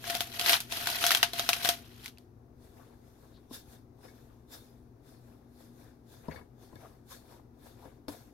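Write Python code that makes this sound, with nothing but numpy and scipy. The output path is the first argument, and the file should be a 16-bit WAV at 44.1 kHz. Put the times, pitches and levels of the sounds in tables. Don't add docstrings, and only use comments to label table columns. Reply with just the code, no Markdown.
import sys
import numpy as np
from scipy import signal
from scipy.fft import rfft, irfft, next_fast_len
from scipy.io import wavfile
from scipy.ndimage import uniform_filter1d, map_coordinates

SR = 44100
rng = np.random.default_rng(int(sys.argv[2]) if len(sys.argv) > 2 else 0)


def to_wav(s):
    ch = np.atleast_2d(s).T
    pcm = np.round(np.clip(ch, -1, 1) * 32767)
    wavfile.write(sys.argv[1], SR, pcm.astype(np.int16))


N = 367353

# f/Hz, relative level/dB
ROOM_COLOUR = [(20, -11), (113, 1), (187, -10), (248, -3), (388, -5), (574, -18), (678, -14.5),
               (1960, -34.5), (3160, -44), (3530, -40), (6180, -38.5), (7520, -47), (12400, -40),
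               (16000, -43.5)]
# f/Hz, relative level/dB
FRIDGE_HUM = [(60, -68), (120, -63), (240, -64.5)]
# f/Hz, likeness (1 = the same)
ROOM_LIKENESS = [(60, 0.94), (240, 1), (950, 0.0087), (3770, 0.08)]
# f/Hz, left above right/dB
MILL_LEAN = [(60, 2), (240, 5), (950, 8.5), (3770, 2.5), (15000, -3)]
BOWL_LEAN = [(60, 6), (380, 4.5), (2380, 10.5), (15000, -4)]

# loudest at t/s, level/dB, f/Hz, length/s
SCRAPE_SWELLS = [(2.824, -64, 1206, 0.031), (3.36, -67, 3930, 0.038), (4.542, -55.5, 5030, 0.029),
                 (5.875, -70.5, 1590, 0.067), (6.32, -55, 1990, 0.021), (6.344, -47.5, 84.5, 0.076),
                 (6.846, -50.5, 690, 0.028), (6.849, -58, 1230, 0.03), (7.12, -56, 1060, 0.022),
                 (7.328, -65, 960, 0.033), (7.847, -56, 840, 0.031)]
# push t/s, rise/s, hiss level/dB, rub level/dB,
# pull later by/s, pull hiss level/dB, pull rub level/dB, trail/s (rise and trail span 20 dB)
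FORK_LAPS = [(2.646, 0.095, -67, -68, 0.13, -67, -61, 0.36),
             (3.082, .12, -70.5, -67, 0.13, -69.5, -65.5, 0.46),
             (3.544, 0.036, -45, -55.5, 0.19, -60.5, -63.5, 0.1),
             (4.051, 0.087, -63, -59, 0.12, -68.5, -64.5, 0.38),
             (4.535, 0.044, -50, -54, 0.1, -67, -67.5, 0.26),
             (5.088, 0.076, -64, -65.5, 0.19, -71.5, -67, 0.31),
             (5.617, 0.14, -64.5, -65.5, 0.21, -65, -63.5, 0.17),
             (6.13, 0.078, -59.5, -64, 0.22, -60.5, -51.5, 0.11),
             (6.636, 0.082, -64, -63.5, 0.2, -63, -58.5, 0.19),
             (7.121, 0.052, -51, -55, 0.21, -63, -59, 0.12),
             (7.665, .1, -60.5, -61, 0.18, -65.5, -59, 0.17),
             (8.083, 0.0028, -49.5, -49, 0.049, -58, -57, 0.22)]
# t/s, relative thud level/dB, thud f/Hz, relative ring level/dB, relative tick level/dB
BOWL_KNOCKS = [(3.509, -40, 242, -75, -66), (4.081, -55, 255, -59.5, -68), (6.283, -31.5, 160, -64, -57),
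               (6.313, -48, 72.7, -48.5, -57), (6.358, -49, 73, -48, -71), (6.41, -47, 109, -63, -71),
               (6.728, -45, 67.6, -77, -75), (6.756, -47, 99, -56, -58), (7.852, -44, 514, -64, -67.5),
               (8.0824, -31, 288.5, -65, -43)]
# f/Hz, relative level/dB
FLOUR_COLOUR = [(880, -27), (1500, -4.5), (1720, -11), (3030, -13.5), (3480, -4), (6830, -6.5),
                (7690, -8.5), (12600, -4), (16000, -12.5)]
DOUGH_COLOUR = [(180, -36), (300, -16), (527, -2.5), (587, -13.5), (662, -7), (1940, -23), (4000, -34),
                (5200, -71.5)]
# f/Hz, width/Hz, level/dB
BOARD_MODES = [(87, 28, 4), (247, 160, 8), (310, 94, 5.5), (630, 120, 13.5), (1066, 170, 32.5)]
STEEL_MODES = [(1682, 86, -1), (2212, 29, -1.5), (3520, 30, -9.5), (4560, 23, -3.5)]
PRONG_MODES = [(3653, 64, -1.5), (4384, 70, -0.5), (5115, 70, 1), (6424, 150, -12)]

# full level from t/s, relative level/dB, rise/s, hold/s,
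# fall/s (rise and fall span 20 dB)
GRINDING_SWELLS = [(0.097, -33, 0.087, 0.029, 0.22), (0.341, -37.5, 0.032, 0.09, .1),
                   (0.484, -21.5, 0.067, 0.038, 0.073), (0.723, -33, 0.039, 0.26, 0.066),
                   (1.031, -26, 0.056, 0.096, .12), (1.338, -37, 0.013, .28, .1),
                   (1.651, -27, 0.038, 0.026, 0.088), (2.046, -49, 0.066, 0.017, 0.03)]
# t/s, relative level/dB, snap f/Hz, relative jar boom level/dB,
# relative treble level/dB
BURSTS = [(0.0413, -29, 1630, -14, -14), (0.0777, -33, 2180, -31.5, 7), (0.0992, -21, 1740, -13, -0.5),
          (0.1507, -20, 3550, -10, 2), (0.2065, -17, 3500, -14.5, 3), (0.3955, -16.5, 4600, -21, -4),
          (0.4124, -19, 3160, -14.5, -0.5), (0.4614, -15, 4180, -23.5, -11), (0.4948, -12, 2800, -25, 3),
          (0.5316, -8, 3130, -32, -9), (0.5403, -10, 3520, -25, -10), (0.5674, -22, 4000, -35, -8),
          (0.6039, -27.5, 2550, -36, 9.5), (0.7233, -23.5, 2740, -11.5, 3), (0.8715, -16.5, 1460, -22.5, 1),
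          (0.9004, -23, 3900, -15.5, 3), (1.0401, -12, 1430, -15.5, -5.5), (1.0655, -14.5, 3350, -22, 6),
          (1.1068, -10, 1360, -32.5, -6), (1.1173, -10, 1900, -29.5, -1.5),
          (1.1488, -10, 3250, -25.5, -1.5), (1.172, -21, 3220, -29, 2.5), (1.2296, -4.5, 2900, -22, -7),
          (1.3339, -24, 4100, -11, -2), (1.388, -23, 3000, -30, 0.5), (1.3950, -14.5, 3960, -14.5, -3.5),
          (1.4902, -9, 3890, -16.5, 0.5), (1.5314, -14.5, 2590, -26.5, -1), (1.6482, -17, 4050, -11.5, 0.5),
          (1.6896, -11, 3330, -12, 3.5), (2.044, -41, 4400, -40, 6), (2.0595, -29.5, 2160, -40, 1),
          (2.08, -40, 2300, -43, 7), (2.174, -44.5, 2700, -40, -14), (2.184, -43, 4620, -22, 7)]
# f/Hz, relative level/dB
SALT_COLOUR = [(470, -43.5), (800, -6.5), (1030, -8), (1480, -4), (2210, -4.5), (3220, -1), (6330, -8),
               (7450, -14), (12500, -6.5), (15000, -15.5), (16000, -23)]
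# f/Hz, width/Hz, relative level/dB
JAR_MODES = [(344, 330, -19.5), (693.8, 16, 3.5), (755, 32, -10)]
# f/Hz, level/dB
CASING_MODES = [(1460, -2), (1940, -3), (2570, -3), (3270, -1.5), (4050, 0.5), (5240, -6)]

POINTED = 1.25
USUAL_DB, HALVING_DB = -63, 16
PUSH_FALL_S = 0.17
PULL_RISE = 0.87
IDLE_DB = -93.5
CRUMBLE_DB, RUSTLE_DB = -13, -56.5
TREBLE_HZ = 5495
CASING_Q, CHIPS_PER_S = 30, 120
MILL_END_S = 2.2
TOP_HZ = 15900


def amp(db):
    return 10 ** (np.asarray(db) / 20)


def unit(x):
    return x / np.sqrt(np.mean(x ** 2) + 1e-20)


def along(points, hz):
    f, v = np.transpose(points)
    return np.interp(np.log(hz + 1), np.log(f + 1), v)


def wobble(rate):
    points = rng.standard_normal(int(N * rate / SR) + 4)
    return map_coordinates(points, [np.arange(N) * rate / SR])


def filtered(x, response):
    m = next_fast_len(N + SR // 2)
    return irfft(rfft(x, m) * response(np.fft.rfftfreq(m, 1 / SR)), m)[..., :N]


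def causal(spectrum, size=4096):
    log_gain = np.log(amp(along(spectrum, np.fft.rfftfreq(size, 1 / SR))) + 1e-6)
    cepstrum = irfft(log_gain, size)
    cepstrum[1:size // 2] *= 2
    cepstrum[size // 2 + 1:] = 0
    pulse = irfft(np.exp(rfft(cepstrum)), size)[:size // 2]
    return pulse / np.linalg.norm(pulse)


def through(x, spectrum):
    return signal.fftconvolve(x, causal(spectrum)[None], axes=1)[:, :N]


def modes(table):
    def response(f):
        total = 0
        for k, (centre, width, db) in enumerate(table):
            damping = 1j * f * width
            total = total + (-1) ** k * amp(db) * damping / (centre * centre - f * f + damping)
        return total
    return response


def pair(n, alike):
    a, b = rng.standard_normal((2, n))
    turn = np.arccos(np.clip(alike, 0, 1)) / 2
    return np.cos(turn) * a + np.sin(turn) * np.array([b, -b])


def placed(x, lean):
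    return filtered(x, lambda hz: amp(np.outer([.5, -.5], along(lean, hz))))


def grit(spiky_db, clump_db, clump_rate, patchy_db, alike, size=3):
    spikes_db = spiky_db * np.minimum(rng.exponential(size=N), 7)
    x = pair(N, alike) * amp(spikes_db + clump_db * wobble(clump_rate))
    z = signal.stft(x, nperseg=128)[2]
    colour = uniform_filter1d(rng.standard_normal(z.shape[1:]), size=2, axis=0)
    colour = uniform_filter1d(colour, size=size, axis=1)
    patchy = z * amp(patchy_db * unit(colour))
    return unit(signal.istft(patchy, nperseg=128)[1][:, :N])


def swells(s, db, rise, hold, fall, base_db):
    steps = np.arange(0, N, 32)
    d = steps / SR - s[:, None]
    before = np.maximum(-d / rise[:, None], 0)
    after = np.maximum((d - hold[:, None]) / fall[:, None], 0)
    level_db = db[:, None] - 20 * (before + after) ** POINTED
    power = np.sum(amp(level_db) ** 2, axis=0) + amp(base_db) ** 2
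    return np.interp(np.arange(N), steps, 10 * np.log10(power))


def kitchen():
    turn = lambda hz: np.arccos(np.clip(along(ROOM_LIKENESS, hz), -1, 1)) / 2
    shape = lambda hz: amp(along(ROOM_COLOUR, hz)) * [np.cos(turn(hz)), np.sin(turn(hz))]
    mid, side = filtered(rng.standard_normal((2, N)), shape)
    air = amp(-58.5 + 0.29 * wobble(2.7)) * unit(np.array([mid + side, mid - side]))
    t = np.arange(N) / SR
    hum = np.zeros(N)
    for hz, db in FRIDGE_HUM:
        level = amp(db + 2 + 1.9 * wobble(5.4))
        hum += level * np.sin(2 * np.pi * hz * t + 1.1 * wobble(14))
    louder_db = np.interp(t, [1.8, 2.2], [3, 0])
    return placed(amp(louder_db) * (air + hum), BOWL_LEAN)


def scrapes():
    t = np.arange(N) / SR
    rough = grit(spiky_db=2.5, clump_db=1.0, clump_rate=150, patchy_db=-1.5, alike=0.81)
    total = np.zeros((2, N))
    for s, db, hz, length in SCRAPE_SWELLS:
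        band = modes([(hz, 0.3 * hz, 0)])
        colour = unit(filtered(rough, lambda f: band(f) ** 2))
        total += amp(db) * np.exp(-2 * ((t - s) / length) ** 2) * colour
    return placed(total, BOWL_LEAN)


def stirring():
    s, rise, hiss, rub, later, pull_hiss, pull_rub, trail = np.transpose(FORK_LAPS)
    quick = .5 ** ((hiss - USUAL_DB) / HALVING_DB)
    times = np.r_[s, s + later]
    rises = np.r_[rise, PULL_RISE * later]
    falls = np.r_[PUSH_FALL_S * quick, trail]
    begun_db = np.where(np.arange(N) > MILL_END_S * SR, 0, -60)
    hiss_db = swells(times, np.r_[hiss, pull_hiss], rises, 0 * times, falls, IDLE_DB)
    rub_db = swells(times, np.r_[rub, pull_rub], rises, 0 * times, falls, IDLE_DB)
    return hiss_db + begun_db, rub_db + begun_db


def fork():
    hiss_db, rub_db = stirring()
    crumbs = grit(spiky_db=0.3, clump_db=0.5, clump_rate=88, patchy_db=1.84, alike=0.048, size=40)
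    hiss = amp(hiss_db) * unit(through(crumbs, FLOUR_COLOUR))
    lumps = grit(spiky_db=-0.5, clump_db=2, clump_rate=36, patchy_db=4, alike=0.27)
    rub = amp(rub_db) * unit(through(lumps, DOUGH_COLOUR))

    push, tap, thud, tick = np.zeros((4, 2, N + SR))
    t = np.arange(SR // 8) / SR
    soft = np.hanning(round(0.00261 * SR))
    soft = soft / np.linalg.norm(soft)
    for s, thud_db, hz, ring_db, tick_db in BOWL_KNOCKS:
        at = slice(round(s * SR), round(s * SR) + len(t))
        rattle = pair(len(t), alike=0.49) * amp(-60 * t / 0.068)
        push[:, at] += amp(thud_db - 7.5) * signal.lfilter(soft, 1, rattle)
        thud[:, at] += amp(thud_db - 5.0 - 60 * t / 0.14) * np.sin(2 * np.pi * hz * t)
        tap[:, at] += amp(ring_db + 22.0 - 60 * t / 0.085) * pair(len(t), alike=0.2)
        tick[:, at] += amp(tick_db - 60 * t / 0.0067) * pair(len(t), alike=0.24)
    push, tap, thud, tick = push[:, :N], tap[:, :N], thud[:, :N], tick[:, :N]

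    board = filtered(push, modes(BOARD_MODES)) + thud
    steel = filtered(tap + amp(7.0) * hiss, modes(STEEL_MODES))
    prongs = np.zeros((2, N))
    for prong in PRONG_MODES:
        stroked = amp(-6 + 6.7 * wobble(12)) * hiss
        prongs += filtered(amp(24.5) * tick + stroked, modes([prong]))
    return placed(hiss + rub + board + steel + prongs + through(tick, FLOUR_COLOUR), BOWL_LEAN)


def casing(crush_db):
    s, burst_db, snap_hz, *_ = np.transpose(BURSTS)
    chance = rng.random((round(CHIPS_PER_S * MILL_END_S), 2))
    chips = (chance[:, 0] * MILL_END_S * SR).astype(int)
    chip_db = crush_db[chips] + 24 - 5 * np.log(chance[:, 1] + .06)
    at = np.r_[np.round(s * SR).astype(int), chips]
    blow_db = np.r_[burst_db + 20, chip_db]
    mix = rng.standard_normal((len(at), len(CASING_MODES), 2))
    octaves = np.log2(np.transpose(CASING_MODES)[0] / snap_hz[:, None])[..., None]
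    mix[:len(s)] = (1 + 0.25 * mix[:len(s)]) * amp(-14 * np.abs(octaves))
    ring = np.zeros((2, N))
    for k, (hz, db) in enumerate(CASING_MODES):
        blows = [np.bincount(at, amp(blow_db) * mix[:, k, side], N) for side in range(2)]
        ring += filtered(np.array(blows), modes([(hz, hz / CASING_Q, db)]))
    return ring


def mill():
    rustle_db = np.where(np.arange(0, N, 32) < 2.1 * SR, RUSTLE_DB, -120)
    crush_db = swells(*np.transpose(GRINDING_SWELLS), rustle_db)
    grains = amp(crush_db) * grit(spiky_db=2.0, clump_db=2.0, clump_rate=170, patchy_db=3.0, alike=0.1)

    blows, snaps, thumps = np.zeros((2, N)), np.zeros((2, N)), np.zeros(N)
    t = np.arange(SR // 8) / SR
    high_pass = signal.butter(2, TREBLE_HZ, "high", fs=SR)
    low_pass = signal.butter(2, TREBLE_HZ, fs=SR)
    for s, db, hz, boom_db, treble_db in BURSTS:
        at = slice(round(s * SR), round(s * SR) + len(t))
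        burst = amp(-60 * t / 0.0031)
        crumbling = (s < 2.1) * amp(CRUMBLE_DB - 60 * t / 0.072)
        echoes = 0.037 * amp(-60 * t / 0.32)
        onset = 1 - np.exp(-t / 0.00014)
        shards = pair(len(t), alike=0.16) * (burst + crumbling + echoes) * onset
        highs = signal.lfilter(*high_pass, shards)
        lows = signal.lfilter(*low_pass, shards)
        blows[:, at] += amp(db - 1.5) * (lows - amp(treble_db) * highs)
        phase = rng.normal(0, .6) * np.array([[1], [-1]])
        snap = np.sin(2 * np.pi * hz * t + phase) * (1 - np.exp(-t / 0.00046))
        snaps[:, at] += amp(db - 60 * t / 0.0092) * snap
        thumps[at.start] = amp(db + boom_db + 46.5)

    driving = np.arange(N) < 1.8 * SR
    grinding = amp(8.0) * driving * (grains + 0.68 * grains[::-1])
    boom = filtered(grinding + thumps, modes(JAR_MODES))
    salt = through(amp(-4.0) * grains + blows, SALT_COLOUR)
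    return placed(salt + snaps + boom + casing(crush_db), MILL_LEAN)


def scene():
    return kitchen() + scrapes() + fork() + mill()


def record(dry):
    return filtered(dry, lambda hz: 1 / (1 + (hz / TOP_HZ) ** 120))


dry = scene()
out = record(dry)
to_wav(out)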